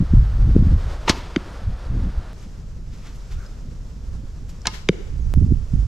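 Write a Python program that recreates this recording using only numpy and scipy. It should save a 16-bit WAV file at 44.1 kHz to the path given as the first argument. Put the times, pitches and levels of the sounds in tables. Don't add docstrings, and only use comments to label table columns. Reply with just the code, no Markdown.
import sys
import numpy as np
from scipy import signal
from scipy.fft import irfft, next_fast_len
from scipy.io import wavfile
from scipy.ndimage import uniform_filter1d

SR = 44100
rng = np.random.default_rng(int(sys.argv[2]) if len(sys.argv) > 2 else 0)


def inscribe(sig):
    pcm = np.round(np.clip(np.atleast_2d(sig).T, -1, 1) * 32767)
    wavfile.write(sys.argv[1], SR, pcm.astype(np.int16))


N = 258867
T = np.arange(N) / SR
STEREO_FROM_S = 2.333

# (time [s], level [dB], attack [s], decay [s], tilt [dB/octave])
SWISHES = [(1.081, -14.5, 0.0025, 0.0063, -3), (1.096, -15.5, 0.0068, 0.0095, 3.5),
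           (4.6575, -22.5, .002, .0025, 0), (4.668, -29, .006, 0.0086, -2)]
# (frequency [Hz], level [dB])
SWISH_EQ = [(150, -15.5), (500, -7.5), (850, -5.5), (1600, -8), (2600, -6), (4200, -11.5), (6500, -16.5),
            (8500, -30), (13000, -37), (16000, -54)]
# (time [s], level [dB], pitch [Hz], half width [s])
KNOCKS = [(1.0807, -12.5, 1000, 0.00095), (1.085, -9.5, 960, 0.00085), (1.1, -5.5, 250, .0012),
          (4.6754, -23, 1000, .0006)]
# (time [s], level [dB], decay [s], tilt [dB/octave])
SLAPS = [(1.0949, -5.5, 0.00074, -1), (1.0959, -5.5, 0.0014, 0), (1.099, -8.5, .0055, -1),
         (4.6702, -6.5, 0.0004, 5), (4.6712, -9.5, 0.0018, 3), (4.6753, -22, 0.0055, -1.5)]
# (frequency [Hz], level [dB])
SLAP_EQ = [(80, -5.5), (200, 6.5), (420, -0.5), (620, -10), (1000, -6), (2200, -5.5), (4700, 0),
           (6500, -7.5), (8200, -18), (12000, -37), (16000, -56)]
# (frequency [Hz], level [dB], t60 [s])
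WOOD_MODES = [(75, 7, 0.16), (905, -1, 0.065), (1026, 2.5, 0.063), (1320, 4.5, 0.035), (1700, 0, 0.05),
              (2140, 8.5, 0.046), (2630, 0, 0.053), (3450, -3, 0.06), (3840, 1, 0.03), (4450, -3, 0.092),
              (5180, 5.5, 0.028), (5850, 0, 0.05)]
def bow_release(ring_db):
    out = np.zeros(N)
    for row in SWISHES:
        add(out, *burst(SWISH_EQ, *row))
    for row in KNOCKS:
        add(out, *knock(*row))
    for s, db, decay, tilt_db in SLAPS:
        add(out, *burst(SLAP_EQ, s, db, attack=0.0001234, decay=decay, tilt_db=tilt_db))
        push = np.sqrt(decay / 0.0013)
        add(out, s, amp(db + ring_db) * push * ring(WOOD_MODES, tilt_db=0.3 * tilt_db))
    return out


# (time [s], pitch [Hz], level [dB])
ZIP = [(4.653, 1550, -49), (4.657, 1606, -18), (4.661, 1753, -39), (4.664, 2200, -37), (4.668, 3010, -36)]
# (time [s], level [dB])
TWANGS = [(1.096, -23.5), (4.671, -29.5)]
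# (frequency [Hz], level [dB], t60 [s])
STRING_MODES = [(884, 0, 0.097), (1250, -3, .13), (1678, -5, 0.07), (2230, -22, 0.037)]
def bowstring():
    out = glide(ZIP)
    for s, db in TWANGS:
        add(out, s, amp(db) * ring(STRING_MODES))
    return out


# (time [s], level [dB], attack [s], decay [s], tilt [dB/octave])
FLIGHTS = [(1.177, -37.5, .015, 0.033, -2), (4.742, -35.5, 0.014, 0.045, -1)]
def arrow_flight(right_db=-6):
    out = np.zeros((2, N))
    for channel in out:
        for row in FLIGHTS:
            add(channel, *burst(RUSTLE_EQ, *row))
    return out * amp([[0], [right_db]])


# (time [s], crack [dB], tilt [dB/octave], reflection [gain], thud delay [s],
# punch [dB], punch pitch [Hz], punch half width [s], boom [dB])
HITS = [(1.3613, -17.5, -2, .55, 0.00763, -9, 300, .0025, -14),
        (4.888, -12, 0.5, 0.096, 0.00688, -5, 400, .0018, -4.5)]
# (frequency [Hz], level [dB])
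CRACK_EQ = [(150, -8), (650, 7), (1000, 0), (1600, 4.5), (2400, -4.5), (3600, 2.5), (4500, -8), (6500, -4),
            (9500, -27.5), (12000, -27), (16000, -57)]
# (frequency [Hz], level [dB], t60 [s])
SHAFT_MODES = [(1430, -9, 0.0081), (2240, 0.5, 0.0083), (2830, -13.5, 0.0077), (3100, -18, 0.018),
               (3730, -7, 0.009), (4740, -12, 0.0095), (5840, -16.5, 0.0084)]
def target_hit(shaft_db=12, shaft_attack=0.00071, crack_attack=.0003, crack_decay=.0014):
    out = np.zeros(N)
    for s, crack_db, tilt_db, reflection, delay, punch_db, punch_hz, width, boom_db in HITS:
        start, crack = burst(CRACK_EQ, s + crack_attack, crack_db, crack_attack, crack_decay, tilt_db)
        shaft = amp(crack_db + shaft_db) * ring(SHAFT_MODES, tilt_db)
        shaft *= 1 - np.exp(-(T[:len(shaft)] / shaft_attack) ** 2)
        for lag_s, gain in ((0, 1), (.00062, reflection)):
            add(out, start + lag_s, gain * crack)
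            add(out, s + lag_s, gain * shaft)
        add(out, *knock(s + delay, punch_db, punch_hz, width))
        add(out, *boom(s + delay, boom_db))
    return out


def knock(s, db, hz, width, sag_s=.024):
    t = np.arange(-round(3 * width * SR), round(8 * width * SR)) / SR
    cycles = hz * sag_s * (1 - np.exp(-t / sag_s))
    envelope = np.where(t < 0, np.exp(-.5 * (t / width) ** 2), 1 / np.cosh(t / width))
    return s + t[0], amp(db) * envelope * np.cos(2 * np.pi * cycles)


def boom(s, db, hz=174, attack=.0005, decay=.0072):
    t = T[:SR // 8] - .01
    envelope = np.exp(-t / decay) / (1 + np.exp(-t / attack))
    return s + t[0], amp(db) * envelope * np.cos(2 * np.pi * hz * t)


# (frequency [Hz], level [dB], t60 [s])
TREE_REVERB = [(150, 0.5, 0.42), (450, 2, 0.52), (1000, 2, 0.96), (2300, -1, 0.94), (4000, -2.5, 0.82),
               (8000, -5, 0.76), (12500, 2, 0.49)]
# (delay [s], level [dB], half width [s])
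BOW_RETURNS = [(.073, -54, 0.016)]
# (delay [s], level [dB], half width [s])
TARGET_RETURNS = [(.046, -50, 0.014), (0.104, -54.5, 0.029), (.187, -59.5, .008)]
def tree_echo(source, returns, wash_db, build_s, right_db, directions=3):
    out = np.zeros((2, N))
    for _ in range(directions):
        hz, t, scatter = signal.stft(rng.standard_normal((2, SR)), SR, nperseg=256)
        colour_db, t60 = (curve_at(np.array(TREE_REVERB)[:, [0, k]], hz)[:, None] for k in (1, 2))
        wash = amp(wash_db) * np.exp(-np.log(1000) * t / t60) * (1 - np.exp(-t / build_s))
        swells = sum(amp(db) * np.exp(-((t - delay) / width) ** 2) for delay, db, width in returns)
        tail = signal.istft(scatter * amp(colour_db) * np.hypot(wash, swells), SR, nperseg=256)[1]
        out += signal.fftconvolve(source()[None], tail, axes=1)[:, :N]
    return out / np.sqrt(directions) * amp([[0], [right_db]])


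# (time [s], level [dB], attack [s], decay [s], tilt [dB/octave])
BRUSHES = [(2.435, -52.5, 0.02, 0.025, 0.5), (2.935, -53, 0.019, 0.058, 0),
           (3.07, -46.5, 0.038, 0.04, -1.5), (3.16, -55, 0.017, 0.02, 5), (3.319, -46.5, .012, 0.032, 0),
           (4.494, -48.5, 0.0049, 0.016, 5)]
# (frequency [Hz], level [dB])
RUSTLE_EQ = [(400, -10), (1300, -1), (3000, -2), (7000, -6), (9300, -19.5), (12100, -15), (16000, -41)]
# (time [s], level [dB], pitch [Hz], t60 [s])
TICKS = [(3.463, -41.5, 5133, 0.03), (4.618, -35.5, 5600, 0.0072)]
# (frequency [Hz], level [dB])
TICK_EQ = [(1500, -29.5), (3500, -16.5), (5000, 0), (7500, 1), (9000, -15), (16000, -28)]
def handling():
    out = np.zeros(N)
    for row in BRUSHES:
        add(out, *burst(RUSTLE_EQ, *row))
    for s, db, hz, t60 in TICKS:
        add(out, s, amp(db) * ring([(hz, 0, t60)]))
        add(out, *burst(TICK_EQ, s, db - 5, attack=0.00021, decay=0.000565, tilt_db=3))
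    return out


# (frequency [Hz], level [dB])
RUMBLE_EQ = [(8, -5.5), (25, 6), (55, 5), (90, -2.5), (130, -9), (200, -42.5), (400, -55.5), (1500, -130)]
# (frequency [Hz], level [dB])
FLUTTER_EQ = [(40, -19.5), (110, 4.5), (170, 0.5), (250, -6), (400, -21), (600, -31.5), (1200, -77.5),
              (4000, -110)]
# (time [s], peak [dB], half width [s])
EDDIES = [(0.138, -4, 0.0012), (.565, -0.7, 0.00084), (0.626, -6.5, 0.0013), (0.671, -6, 0.0016),
          (5.376, -7.5, 0.0014), (5.415, -15, 0.0011), (5.446, -7.5, 0.0018), (5.465, -17, 0.0011),
          (5.523, -6.5, 0.0011), (5.739, -9.5, 0.0015)]
# (time [s], left minus right [dB])
SHELTER = [(2.4, -0.5), (3.3, 0), (4.2, -2.5), (4.7, 0.5), (5.2, -6.5)]
def wind(side_db=-15, buffet_db=2.5):
    rumble = wind_strength(breeze_db=-33, layer=0, steepness=1)
    flutter = wind_strength(breeze_db=-42.5, layer=1, steepness=1.5)
    flutter *= amp(buffet_db * wavering(seconds=0.01))
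    mid, side = (turbulence(RUMBLE_EQ, rumble, usual_db=-21, hurry=.13, even_samples=2000)
                 + turbulence(FLUTTER_EQ, flutter, usual_db=-26, hurry=.05, even_samples=1100)
                 for _ in range(2))
    mid /= (1 + mid ** 4) ** .25
    side *= amp(side_db)
    for s, db, width in EDDIES:
        passage = (T - s) / width
        mid *= 1 - np.exp(-passage ** 2 / 20)
        mid += amp(db) * passage * np.exp((1 - passage ** 2) / 2)
    pan = np.sqrt(automation(SHELTER))
    return np.array([(mid + side) * pan, (mid - side) / pan]) * signal.windows.tukey(N, .002)


# (peak time [s], rumble [dB], flutter [dB], rise [s], fall [s])
GUSTS = [(0.012, -13, -14.5, 0.028, 0.028), (.165, -5.5, -33, 0.04, .065), (.435, -12, -28.5, 0.056, 0.029),
         (.5, -16, -38, .4, 0.36), (.5, -14, -24, 0.046, .035), (0.581, -11, -18.5, 0.049, .12),
         (0.735, -10.5, -21.5, 0.045, 0.041), (.88, -21, -41, 0.035, .04), (1.689, -19, -32.5, 0.051, .06),
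         (1.93, -17.5, -27.5, 0.051, .12), (2.05, -21, -25, 0.056, 0.068), (2.18, -18.5, -39, 0.022, .025),
         (3.35, -23, -44.5, 0.034, 0.055), (4.109, -26, -52, 0.06, 0.09), (5.28, -20, -42, 0.16, 0.085),
         (5.38, -11, -24, 0.038, 0.17), (5.521, -15, -21.5, 0.022, 0.036), (5.76, -14, -35.5, 0.034, .11)]
def wind_strength(breeze_db, layer, steepness, wander_db=1.5):
    power = amp(breeze_db + wander_db * wavering(seconds=0.0903)) ** 2
    for s, *layer_db, rise, fall in GUSTS:
        from_peak = abs(T - s) / np.where(T < s, rise, fall)
        power += (amp(layer_db[layer]) * np.exp(-steepness * from_peak ** 1.396)) ** 2
    return np.sqrt(power)


def turbulence(spectrum, strength, usual_db, hurry, even_samples):
    speed = np.clip((strength / amp(usual_db)) ** hurry, .5, 2)
    swept = np.interp(np.cumsum(speed), np.arange(2 * N), noise(spectrum, size=2 * N))
    local_rms = np.sqrt(smooth(swept ** 2, even_samples) + 1e-9)
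    return strength * swept / local_rms


# (time [s], level [dB])
CLICKS = [(2.332, -30), (5.339, -15.5)]
def clicks(decay=0.0023):
    out = np.zeros(N)
    for s, db in CLICKS:
        add(out, s, amp(db) * np.exp(-T[:SR // 20] / decay))
    return out


# (frequency [Hz], level [dB])
LEAVES_EQ = [(290, -6.5), (500, -2), (900, -6.5), (1400, -6), (2260, -16), (5100, -19.5), (9900, -32.5),
             (11400, -39), (12300, -34), (13200, -41), (16000, -56)]
# (time [s], level [dB])
LEAVES_FADER = [(0.04, -44.5), (0.9, -40.5), (2.28, -45)]
# (frequency [Hz], level [dB])
FIELD_EQ = [(240, -9.5), (400, -1.5), (800, -12), (1300, -12), (2150, -18.5), (4000, -20), (5500, -17),
            (7600, -21.5), (9000, -31), (12300, -32), (16000, -48)]
# (time [s], level [dB])
FIELD_FADER = [(2.38, -51.5), (2.65, -54), (3.45, -49.5), (3.9, -53.5), (5.82, -50.5)]
def leaves_and_insects(waver_db=1.21):
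    leaves = automation(LEAVES_FADER) * wide_noise(LEAVES_EQ)
    field = automation(FIELD_FADER) * wide_noise(FIELD_EQ)
    return np.where(T < STEREO_FROM_S, leaves, field) * amp(waver_db * wavering(seconds=0.033))


# (frequency [Hz], left-right correlation [0-1])
BED_CORRELATION = [(60, .93), (300, 0.88), (700, 0.8), (1400, 0.47), (7000, 0.66), (15000, .1)]
def wide_noise(spectrum):
    size = next_fast_len(N)
    hz = np.fft.rfftfreq(size, 1 / SR)
    correlation = curve_at(BED_CORRELATION, hz)
    mid, side = np.exp(2j * np.pi * rng.random((2, len(hz)))) * amp(curve_at(spectrum, hz))
    mid, side = mid * np.sqrt(1 + correlation), side * np.sqrt(1 - correlation)
    return unit_rms(irfft(np.array([mid + side, mid - side]), size)[:, :N])


# (time [s], pitch [Hz], level [dB])
CHIRP = [(5.205, 6780, -66.5), (5.22, 6580, -56), (5.236, 6190, -69), (5.255, 5940, -56), (5.27, 5690, -70)]
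# (frequency [Hz], level [dB])
CAW_EQ = [(900, -35), (1300, -4), (1470, -4), (1650, -10), (1950, -24), (2240, -14), (3000, -37)]
def birds():
    out = glide(CHIRP)
    add(out, *burst(CAW_EQ, 3.42, db=-49.5, attack=.05, decay=.05, tilt_db=-1))
    return out


def burst(spectrum, s, db, attack, decay, tilt_db):
    t = np.arange(-round(8 * attack * SR), round(10 * decay * SR) + 256) / SR
    envelope = np.exp(-abs(t) / np.where(t < 0, attack, decay))
    puff = unit_rms(noise(spectrum, tilt_db, size=len(t)) * envelope) * np.sqrt(np.mean(envelope ** 2))
    return s + t[0], amp(db) * puff


def ring(modes, tilt_db=0):
    t = T[:SR // 4]
    return sum((-1) ** k * amp(db + tilt_db * octaves(hz))
               * np.exp(-np.log(1000) * t / t60) * np.sin(2 * np.pi * hz * t)
               for k, (hz, db, t60) in enumerate(modes))


def glide(points):
    s, hz, db = np.transpose(points)
    envelope = amp(np.interp(T, s, db)) * (T > s[0]) * (T < s[-1])
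    return envelope * np.sin(2 * np.pi * np.cumsum(np.interp(T, s, hz)) / SR)


def noise(spectrum, tilt_db=0, size=N):
    hz = np.fft.rfftfreq(next_fast_len(size), 1 / SR)
    phases = np.exp(2j * np.pi * rng.random(len(hz)))
    gains = amp(curve_at(spectrum, hz) + tilt_db * octaves(hz))
    return unit_rms(irfft(phases * gains, next_fast_len(size))[:size])


def wavering(seconds):
    return unit_rms(smooth(rng.standard_normal(N), round(seconds * SR)))


def smooth(x, samples):
    return uniform_filter1d(uniform_filter1d(x, samples), samples)


def amp(db):
    return 10 ** (np.asarray(db) / 20)


def unit_rms(x):
    return x / np.sqrt(np.mean(x ** 2) + 1e-20)


def curve_at(points, hz):
    knots_hz, values = np.transpose(points)
    return np.interp(np.log(hz + 1), np.log(knots_hz + 1), values)


def octaves(hz):
    return np.log2(np.maximum(hz, 300) / 2500)


def automation(points):
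    return amp(np.interp(T, *np.transpose(points)))


def add(mix, s, sound):
    part = mix[max(round(s * SR), 0):][:len(sound)]
    part += sound[:len(part)]


def from_right(x, left_db):
    return np.array([amp(left_db) * np.roll(x, 1), x])


def scene():
    bow = from_right(bow_release(ring_db=-25.5) + bowstring(), left_db=-1.0)
    hits_and_foley = from_right(target_hit() + handling(), left_db=0.5)
    echoes = tree_echo(lambda: bow_release(ring_db=-29.5), BOW_RETURNS,
                       wash_db=-47, build_s=0.0053, right_db=-2)
    echoes += tree_echo(lambda: target_hit(shaft_db=8), TARGET_RETURNS,
                        wash_db=-47, build_s=0.045, right_db=-3)
    archery = bow + hits_and_foley + echoes + arrow_flight()
    return archery + wind() + leaves_and_insects() + birds() + clicks()


def record(dry, cutoff_hz=15800):
    image = np.where(T < STEREO_FROM_S, dry.mean(0), dry)
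    lowpass = signal.firwin(401, cutoff_hz, window=("kaiser", 9), fs=SR)
    return signal.oaconvolve(np.clip(image, -1, 1), lowpass[None], "same")


dry = scene()
out = record(dry)
inscribe(out)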